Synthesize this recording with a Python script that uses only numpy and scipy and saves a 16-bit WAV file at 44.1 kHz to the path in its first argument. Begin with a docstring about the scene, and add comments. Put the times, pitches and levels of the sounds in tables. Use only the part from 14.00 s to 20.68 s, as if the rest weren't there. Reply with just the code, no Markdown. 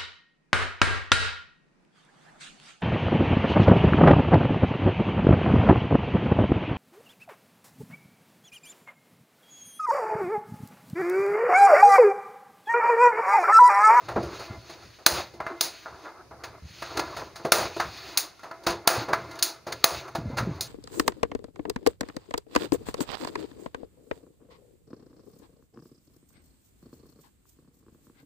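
"""Gas stove igniter

A hand works the igniter knob of a sheet-metal gas stove in a quiet, hard-walled room, heard from close by.
Snaps of the sprung striker are hard impulses and noise bursts, bright and loud; knob and valve knocks are
duller bursts. Decaying modes ring as the stove body, band-wise noise tails are the room. A faint hiss, likely
gas, and a rustle are noise that swells and fades; moving air is low noise and falling swings on the microphone.
"""
import sys
import numpy as np
from scipy import signal
from scipy.fft import rfft, irfft, next_fast_len
from scipy.io import wavfile
from scipy.ndimage import uniform_filter1d

SR = 44100
rng = np.random.default_rng(int(sys.argv[2]) if len(sys.argv) > 2 else 0)


def inscribe(sig):
    """Save sig as 16-bit PCM at rate SR to the path in sys.argv[1].

    A 1-D sig is mono; a 2-D sig holds one channel per row.
    Samples are clipped to [-1, 1] before scaling.
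    """
    pcm = np.round(np.clip(np.atleast_2d(sig).T, -1, 1) * 32767)
    wavfile.write(sys.argv[1], SR, pcm.astype(np.int16))


N = 294543

# Striker snaps. Each row: start in seconds, thud, body and edge level in relative dB,
# room tail in dB re burst, burst decay in ms.
SNAPS = [(1.063, -9.5, -3, -0.5, -10, 5.6), (1.609, -27, -24.5, -13, -11, 3.8),
         (3.52, -8, -5, -3.5, -8.5, 5.6), (4.173, -36.5, -26.5, -16, -9.5, 15.6),
         (4.874, -11, -4.5, -6, -9.5, 5.4), (5.425, -40, -26, -13, -10.5, 9.5),
         (5.841, -12, -7, -4.5, -12.5, 6.9), (6.608, -39, -42.5, -24.5, -10.5, 4.3)]
# Modes of the sheet-metal body. Each row: frequency in Hz, level in relative dB, longest t60 in seconds.
STOVE_MODES = [(343.5, -1, 0.37), (446, -8.5, .3), (520.5, -7.5, .3), (663, 3.5, 0.2), (738, -15, 0.42),
               (923, -23, 0.083), (1000, -2.5, 0.38), (1095, -13, 0.094), (1284, -6.5, .2),
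               (1391, -0.5, .2), (1703, -5.5, .2), (2070, -1.5, 0.084), (2660, -24, 0.082),
               (3870, -10.5, .15), (4370, -3.5, 0.12), (4400, -19.5, .3), (4570, -20, .3),
               (4920, -23.5, .3), (6600, -19.5, .3)]
# Frequencies in Hz where the thud, body, edge and top levels of a blow hold.
COLUMN_HZ = [380, 1400, 4300, 10000]


def from_db(db):
    """Decibels to gain."""
    return 10 ** (np.asarray(db) / 20)


def rms_one(x):
    """Scale to rms 1."""
    return x / np.sqrt(np.mean(x ** 2) + 1e-20)


def at_hz(points, hz):
    """Read a (Hz, value) table on a log-frequency axis."""
    table = np.array(points)
    return np.interp(np.log(hz), np.log(table[:, 0]), table[:, 1])


def drift(rate_hz):
    """Slow random curve of rms 1: white noise through two equal poles, run at SR / 40."""
    step = 40
    r = np.exp(-2 * np.pi * rate_hz * step / SR)
    white = rng.standard_normal(N // step + 2002)
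    slow = signal.lfilter([1], [1, -2 * r, r * r], white)[2000:]   # settled part
    return np.interp(np.arange(N) / step, np.arange(len(slow)), rms_one(slow))


def bands(spectrum):
    """Yield centre Hz and noise of each quarter-octave band in a spectrum's range; neighbours unrelated."""
    edges_hz = 22 * 2 ** (np.arange(40) / 4)
    white = rng.standard_normal((2, N))
    for k, (low, high) in enumerate(zip(edges_hz, edges_hz[1:])):
        centre = np.sqrt(low * high)
        if spectrum[0][0] <= centre <= spectrum[-1][0] and at_hz(spectrum, low) > -50:
            sos = signal.butter(2, [low, high], "band", fs=SR, output="sos")
            yield centre, signal.sosfilt(sos, white[k % 2])


def bed(spectrum, patchy_db, rate_hz):
    """Noise of rms 1 whose bands flicker partly together."""
    together = drift(rate_hz)
    total = np.zeros(N)
    for hz, noise in bands(spectrum):
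        flicker_db = patchy_db * (together + 0.6 * drift(rate_hz))
        total += from_db(at_hz(spectrum, hz) + flicker_db) * noise
    return rms_one(total)


def resonate(x, hz, width_hz):
    """Two-pole resonance, gain 1 on top."""
    r = np.exp(-np.pi * width_hz / SR)
    poles = [1, -2 * r * np.cos(2 * np.pi * hz / SR), r * r]
    return signal.lfilter([(1 - r * r) / 2, 0, (r * r - 1) / 2], poles, x)


def capsule_noise():
    """Steady coloured noise of the microphone capsule, unrelated between the channels."""
    # Spectrum. Each row: frequency in Hz, density in relative dB per Hz.
    capsule_spectrum = [(18, -31), (30, -1), (103, -1), (221, -3.5), (328, 0.5), (2480, -13), (3140, -18),
                        (4650, -9), (6720, -15), (7670, -27), (9220, -18.5), (14800, -25), (16000, -22)]
    level_db = -59   # rms
    size = next_fast_len(N)
    colour = from_db(at_hz(capsule_spectrum, np.arange(size // 2 + 1) * SR / size + 1))
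    noise = irfft(rfft(rng.standard_normal((2, size))) * colour, size)[:, :N]
    return from_db(level_db) * rms_one(noise)


def wash(t):
    """Gain of the noise each snap leaves behind: climbs to a late peak, falls fast."""
    peak_s, rise_db_s, fall_db_s = 0.13, 81, 204
    out = np.zeros(N)
    for s, _, body_db, *_ in SNAPS:
        late_s = t - s - peak_s
        slope_db_s = np.where(late_s < 0, rise_db_s, -fall_db_s)
        out += (t > s) * from_db(body_db + slope_db_s * late_s)
    return out


def gust_gain(t):
    """Gain of the rumble: still air plus a swell for each gust, tent-shaped in dB."""
    # Gusts over the microphone. Each row: peak in seconds, peak level in dB, half length in seconds.
    gust_rows = [(0.22, -35.5, 0.12), (0.58, -48, 0.057), (0.853, -50, 0.06), (1.932, -56, 0.056),
                 (1.42, -51, .08), (2.321, -55.5, .08), (2.5, -54.5, 0.052), (3.05, -47, 0.29),
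                 (3.22, -50, 0.047), (3.862, -43, 0.077), (4.095, -51, 0.043), (4.754, -48, 0.05),
                 (5.2, -44.5, 0.13), (5.75, -51.5, 0.086), (6.236, -36, 0.048), (6.442, -34.5, 0.16)]
    still_air_db, fall_db = -69, 11.5   # fall: loss at the half length
    gain = from_db(still_air_db)
    for s, db, half_s in gust_rows:
        gain = gain + from_db(db - fall_db * np.abs(t - s) / half_s)
    return gain


def air_rumble(t, after):
    """Moving air on the microphone: low noise with two resonances, lifted by gusts and the snap wash."""
    # Spectrum. Each row: frequency in Hz, density in relative dB per Hz.
    rumble_spectrum = [(12, -52), (20, -44), (53, -2), (103, -1.5), (251, -10), (483, -14.5), (528, -8),
                       (700, -19.5), (910, -54), (1540, -120)]
    # Low resonances. Each row: frequency in Hz, width in Hz, gain in dB.
    boom_rows = [(75, 17, 3.5), (117, 22, 4.5)]
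    wash_db = -38   # re snap body level
    air = bed(rumble_spectrum, patchy_db=0.5, rate_hz=6.4)
    boom = sum(from_db(db) * resonate(air, hz, width_hz) for hz, width_hz, db in boom_rows)
    return np.hypot(gust_gain(t), from_db(wash_db) * after) * rms_one(air + boom)


def puffs():
    """Each puff pushes the diaphragm, which swings for a few cycles of falling pitch."""
    # Puffs of air on the microphone. Each row: start in seconds, level in dB, starting pitch in Hz.
    puff_rows = [(0.162, -18.5, 257), (0.18, -22, 232), (0.5, -28.5, 110), (1.119, -23, 75),
                 (2.623, -35, 77.6), (2.644, -33, 85.6), (2.699, -42, 96.9), (3.445, -32, 245),
                 (4.681, -32, 62.4), (4.977, -26, 128), (6.182, -23, 155), (6.251, -22.5, 122.5),
                 (6.274, -27, 85.5), (6.299, -29, 261), (6.327, -27, 126), (6.403, -24.5, 117),
                 (6.424, -20, 122), (6.469, -19.5, 192), (6.488, -22, 166), (6.508, -27, 152.4),
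                 (6.542, -32, 85)]
    cycles_at_120_hz, cycles_per_octave = 2, 0.73   # quicker swings last more cycles
    out, t = np.zeros(N + SR), np.arange(SR // 8) / SR
    signs = rng.choice([-1, 1], len(puff_rows))
    for (s, level_db, hz), sign in zip(puff_rows, signs):
        cycles = cycles_at_120_hz + cycles_per_octave * np.log2(hz / 120)
        u = t * hz / cycles * np.e
        turn = 2 * np.pi * hz * t * (1 - 2.3 * t)
        swing = u * np.exp(1 - u) * np.sin(turn + 0.77 * np.sin(turn))   # lopsided, so overtones show
        start = round(s * SR)
        out[start:start + len(t)] += sign * from_db(level_db) * swing
    return out[:N]


def rustle_gain(t, after):
    """Gain of the room rustle: level curve and snap wash added as powers."""
    # Level curve. Each row: time in seconds, level in dB.
    level_rows = [(0.0, -47), (0.3, -44.5), (0.54, -42), (0.62, -55), (0.85, -53), (0.95, -67.5),
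                  (1.33, -59.5), (1.47, -40), (1.8, -56), (2.079, -47), (2.29, -62), (2.55, -47.5),
                  (2.71, -68.5), (2.99, -34), (3.25, -51), (3.85, -51.5), (4.18, -43.5), (4.41, -66.5),
                  (4.52, -50), (4.76, -48.5), (5.23, -44), (5.47, -39.5), (5.62, -57.5), (5.8, -52),
                  (6.14, -50), (6.3, -45), (6.68, -52)]
    wash_db = -31   # re snap body level
    return np.hypot(from_db(np.interp(t, *np.transpose(level_rows))), from_db(wash_db) * after)


def room_rustle(gain):
    """Room rustle: patchy band noise under its gain."""
    # Spectrum. Each row: frequency in Hz, density in relative dB per Hz.
    rustle_spectrum = [(88, -30.5), (150, -11), (246, -26.5), (337, 13), (444, -0.5), (708, 3), (1370, 2.5),
                       (1800, -13), (2470, -14.5), (3080, -46), (4000, -6.5), (5200, -43.5), (8800, -120)]
    return gain * bed(rustle_spectrum, patchy_db=4.5, rate_hz=9.9)


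def hiss_gain(t, after):
    """Gain of the hiss: level curve and snap wash added as powers."""
    # Level curve. Each row: time in seconds, level in dB.
    level_rows = [(0.0, -56), (0.24, -47.5), (0.43, -43), (0.56, -53.5), (0.75, -50), (1.02, -57.5),
                  (1.56, -61), (1.69, -40.5), (1.8, -47.5), (2.08, -58), (2.18, -71), (2.5, -79.5),
                  (2.71, -48.5), (2.86, -43.5), (3.2, -43.5), (3.3, -58), (3.6, -54), (3.8, -44.5),
                  (4.13, -44.5), (4.3, -57.5), (4.7, -69), (5.3, -52), (5.6, -66.5), (5.8, -51), (6.2, -61),
                  (6.45, -53), (6.68, -54.5)]
    wash_db = -31.5   # re snap body level
    return np.hypot(from_db(np.interp(t, *np.transpose(level_rows))), from_db(wash_db) * after)


def gas_hiss(gain):
    """Hiss, likely gas: treble-weighted band noise under its gain."""
    # Spectrum. Each row: frequency in Hz, density in relative dB per Hz.
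    hiss_spectrum = [(900, -14), (1500, -4.5), (2300, -2.5), (3100, -1), (4300, 0), (6500, -10),
                     (7500, -16.5), (10000, -19), (16000, -23.5)]
    return gain * bed(hiss_spectrum, patchy_db=2.0, rate_hz=8.4)


def stove_sings(rustle, hiss):
    """Rustle keeps the low modes of the body faintly sounding, hiss the high ones."""
    width_hz, split_hz, rustle_db, hiss_db = 22, 3000, -6, -10.5
    white = rng.standard_normal(N)
    low, high = np.zeros(N), np.zeros(N)
    for hz, db, _ in STOVE_MODES:
        mode = from_db(db) * resonate(white, hz, width_hz)
        if hz > split_hz:
            high += mode
        else:
            low += mode
    return from_db(rustle_db) * rustle * rms_one(low) + from_db(hiss_db) * hiss * rms_one(high)


def all_blows():
    """Rows of (s, thud, body, edge, top, tail dB, burst, rise ms); top and rise come from the kind of blow."""
    # Knob and valve knocks. 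Each row: start in seconds, thud, body and edge level in relative dB,
    # room tail in dB re burst, burst decay in ms.
    knock_rows = [(0.082, -29, -29.5, -41.5, -6.5, 9.4), (0.157, -15, -27.5, -49.5, -9, 20),
                  (0.224, -31.5, -45, -44.5, -2, 6.1), (0.389, -38.5, -45.5, -47, 0.5, 4.5),
                  (0.692, -35, -44, -43, -10, 13), (0.983, -49.5, -55, -64, 0, 8.4),
                  (1.334, -33, -54, -53, -20, 14), (1.399, -30.5, -26, -46, -14, 11.8),
                  (1.462, -41, -19.5, -40.5, -13.5, 6.6), (1.509, -27, -69, -56, -28, 5.5),
                  (1.853, -39, -30, -58, -8, 6.3), (2.045, -45.5, -37.5, -60, -1.5, 4),
                  (2.307, -41, -41, -66, -6.5, 8.1), (2.434, -39.5, -28.5, -33, -13, 9),
                  (2.819, -35, -24.5, -33.5, -14, 8), (2.968, -28, -26, -24.5, -24, 10.3),
                  (2.991, -31, -21, -21.5, -21, 6.6), (3.161, -38, -35, -40, -1.5, 4.2),
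                  (3.211, -30.5, -34, -63, -23, 13), (3.354, -48, -39, -37, -8.5, 7.5),
                  (3.395, -32, -43, -57, -18, 9), (3.446, -17.5, -28, -37.5, -34, 18.4),
                  (3.761, -26.5, -33, -40, -21, 10.6), (3.796, -27.5, -13.5, -26, -14, 9.3),
                  (4.39, -61, -42, -47, -17, 4.6), (4.429, -38.5, -36, -47, -5.5, 7.6),
                  (4.509, -45, -28, -44.5, -18, 6.1), (4.632, -53, -48, -46, -8.5, 7.9),
                  (4.664, -18, -18.5, -17.5, -9.5, 9.1), (4.701, -23, -30, -22.5, -32, 5.8),
                  (5.08, -21, -29.5, -44, -4, 2.6), (5.129, -23.5, -8, -22, -18.5, 10),
                  (5.309, -53, -35, -36, -15, 4.9), (5.351, -60, -48, -42, -14, 8.3),
                  (5.387, -64, -37, -30, -20, 6.8), (5.664, -30.5, -37, -43.5, -1.5, 11),
                  (5.72, -46, -24, -22, -24, 5.9), (6.076, -44, -37.5, -47, -20, 13),
                  (6.148, -24.5, -28, -32.5, -13.5, 12.4), (6.368, -29, -28, -31, -26, 12),
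                  (6.379, -30, -18.5, -27.5, -14, 11.2)]
    kinds = [(SNAPS, -4, 0.76), (knock_rows, -12.5, 4.5)]   # top in dB re edge, contact rise in ms
    return np.array([(s, thud, body, edge, edge + top_db, tail, burst, rise_ms)
                     for rows, top_db, rise_ms in kinds
                     for s, thud, body, edge, tail, burst in rows])


def strengths(blows, hz):
    """Gain of each blow at one frequency, from its four level columns."""
    return from_db([at_hz(list(zip(COLUMN_HZ, b[1:5])), hz) for b in blows])


def dying(starts, power, t60_s):
    """Power that jumps at each start and decays exponentially."""
    x = np.full(N, 1e-18)
    np.add.at(x, starts, power)
    return signal.lfilter([1], [1, -from_db(-120 / (t60_s * SR))], x)


def one_pole(x, tau_s):
    """Smooth with one pole of the given time constant."""
    keep = np.exp(-1 / (SR * tau_s))
    return signal.lfilter([1 - keep], [1, -keep], x)


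def blows_in_room(blows):
    """Each blow is a short noise burst, then a diffuse tail that dies band by band."""
    # Spectrum of a blow between its level columns. Each row: frequency in Hz, density in relative dB per Hz.
    blow_spectrum = [(70, -23.5), (130, -17.5), (250, -18.5), (340, -13.5), (700, 0.5), (1350, 6.5),
                     (2200, -5.5), (3100, -11), (4300, -9.5), (7000, -16), (10000, -13), (16000, -22)]
    # Decay of the room. Each row: frequency in Hz, t60 in seconds.
    room_t60 = [(200, 0.28), (530, 0.36), (1390, 0.26), (3680, 0.25), (9700, 0.19), (15000, 0.18)]
    starts, out = (blows[:, 0] * SR).astype(int), np.zeros(N)
    t = np.arange(round(0.08 * SR)) / SR
    burst_s, rise_s = blows[:, 6:].T[:, :, None] / 1000
    shape = np.exp(-t / burst_s) * (1 - np.exp(-(t / rise_s) ** 2))   # softer contacts rise slower
    where = np.minimum(starts[:, None] + np.arange(len(t)), N - 1)
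    tail_starts = starts + (rise_s[:, 0] * SR).astype(int)
    column_level = [(hz, at_hz(blow_spectrum, hz)) for hz in COLUMN_HZ]
    lumps = from_db(1.1 * drift(210.0))   # loose parts and single echoes make the decay uneven
    for hz, noise in bands(blow_spectrum):
        colour_db = at_hz(blow_spectrum, hz) - at_hz(column_level, hz)
        power = (strengths(blows, hz) * from_db(colour_db + 14)) ** 2
        burst = np.zeros(N)
        np.add.at(burst, where, power[:, None] * shape ** 2)
        burst = one_pole(burst, 0.4 / hz)   # lows cannot start as fast
        tail = dying(tail_starts, power * from_db(2 * blows[:, 5]), at_hz(room_t60, hz))
        tail = one_pole(tail, 0.00052 + 4.1 / hz)   # the lows build up later
        out += np.sqrt(burst + tail) * lumps * noise
    return out


def stove_ring(blows):
    """Every blow strikes each decaying mode of the body with a strength of its own."""
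    ring_db, luck_db = -12, 3
    starts, out = ((blows[:, 0] + blows[:, 7] / 1000) * SR).astype(int), np.zeros(N)
    luck = from_db(luck_db * rng.standard_normal((len(blows), len(STOVE_MODES))))
    for k, (hz, level_db, t60_s) in enumerate(STOVE_MODES):
        clicks = np.full(N, 1e-18)
        clicks[starts] = strengths(blows, hz) * luck[:, k] * from_db(level_db + ring_db)
        capped_s = min(t60_s, 6 / np.sqrt(hz))   # thin sheet loses its treble soonest
        r, w = from_db(-60 / (capped_s * SR)), 2 * np.pi * hz / SR
        out += signal.lfilter([0, np.sin(w)], [1, -2 * r * np.cos(w), r * r], clicks)
    return out


def striker_cracks():
    """The hammer's first contact is four hard impulses; the latch ticks just ahead of it."""
    latch_lead_s, latch_db, crack_db = 0.002, 0.5, 30.5   # impulse sizes re edge level, before the band filter
    snaps, out = np.array(SNAPS), np.zeros(N)
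    chance = rng.random((len(snaps), 8))
    lag_s = np.cumsum(0.00033 + 0.00077 * chance[:, :4], axis=1)
    size = from_db(snaps[:, 3:4] + crack_db - 5.1 * np.arange(4))   # each impulse weaker
    sign = np.sign(chance[:, 4:] - 0.5)
    np.add.at(out, ((snaps[:, :1] + lag_s) * SR).astype(int), size * sign)
    out[((snaps[:, 0] - latch_lead_s) * SR).astype(int)] = from_db(snaps[:, 3] + latch_db)
    return signal.sosfilt(signal.butter(2, [3500, 5200], "band", fs=SR, output="sos"), out)


def scene():
    """One source close to the microphone, the same in both channels."""
    t, blows = np.arange(N) / SR, all_blows()
    after = wash(t)
    rustle, hiss = rustle_gain(t, after), hiss_gain(t, after)
    mid = air_rumble(t, after) + puffs()
    mid += room_rustle(rustle) + gas_hiss(hiss) + stove_sings(rustle, hiss)
    mid += blows_in_room(blows) + stove_ring(blows) + striker_cracks()
    return np.array([mid, mid])


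def microphone(x):
    """Microphone and its port: a chain of resonant peaks and dips."""
    # Peaks and dips. Each row: frequency in Hz, width in Hz, boost in dB.
    port_rows = [(2530, 120, 3.5), (3200, 870, -6), (3740, 47, 1.5), (4980, 170, 1), (6220, 110, -0.5),
                 (4360, 1100, -0.5), (5570, 680, -7), (6490, 1600, 6.5), (7840, 844, -19.5),
                 (9170, 2600, 1), (12870, 2900, -15), (15060, 2200, 11)]
    for hz, width_hz, boost_db in port_rows:
        a, w = from_db(boost_db / 2), 2 * np.pi * hz / SR
        q = np.tan(np.pi * width_hz / SR)
        x = signal.lfilter([1 + q * a, -2 * np.cos(w), 1 - q * a], [1 + q / a, -2 * np.cos(w), 1 - q / a], x)
    return x


def power_db(x, size):
    """Mean power over a centred window of samples, in dB."""
    return 10 * np.log10(uniform_filter1d(x ** 2, size=size) + 1e-12)


def record(dry):
    """Port colour, low cut, compressor that ducks on loud sound, capsule noise, clipped peaks, top cut."""
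    low_cut_hz, cutoff_hz = 46, 15650
    limit_db, release_db_s, squeeze = -21.5, 166, 0.75   # squeeze: dB cut per dB over the limit
    heard = signal.sosfilt(signal.butter(2, low_cut_hz, "high", fs=SR, output="sos"), microphone(dry))
    cut_db = squeeze * np.maximum(power_db(heard.mean(axis=0), 300) - limit_db, 0)
    ramp_db = release_db_s * np.arange(N) / SR
    held_db = np.maximum.accumulate(cut_db + ramp_db) - ramp_db   # recovers at the release rate
    late_db = signal.lfilter([0.004], [1, 0.004 - 1], held_db)   # the first crack slips through
    loud_db = np.maximum(power_db(heard[0], 2000) + 42, 0)
    floor = capsule_noise() * from_db(-1.5 * loud_db)   # the noise suppressor shuts it under loud sound
    clipped = np.clip(heard * from_db(-late_db) + floor, -1, 1)
    return signal.sosfilt(signal.ellip(8, 0.5, 45, cutoff_hz, fs=SR, output="sos"), clipped)


dry = scene()
out = record(dry)
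inscribe(out)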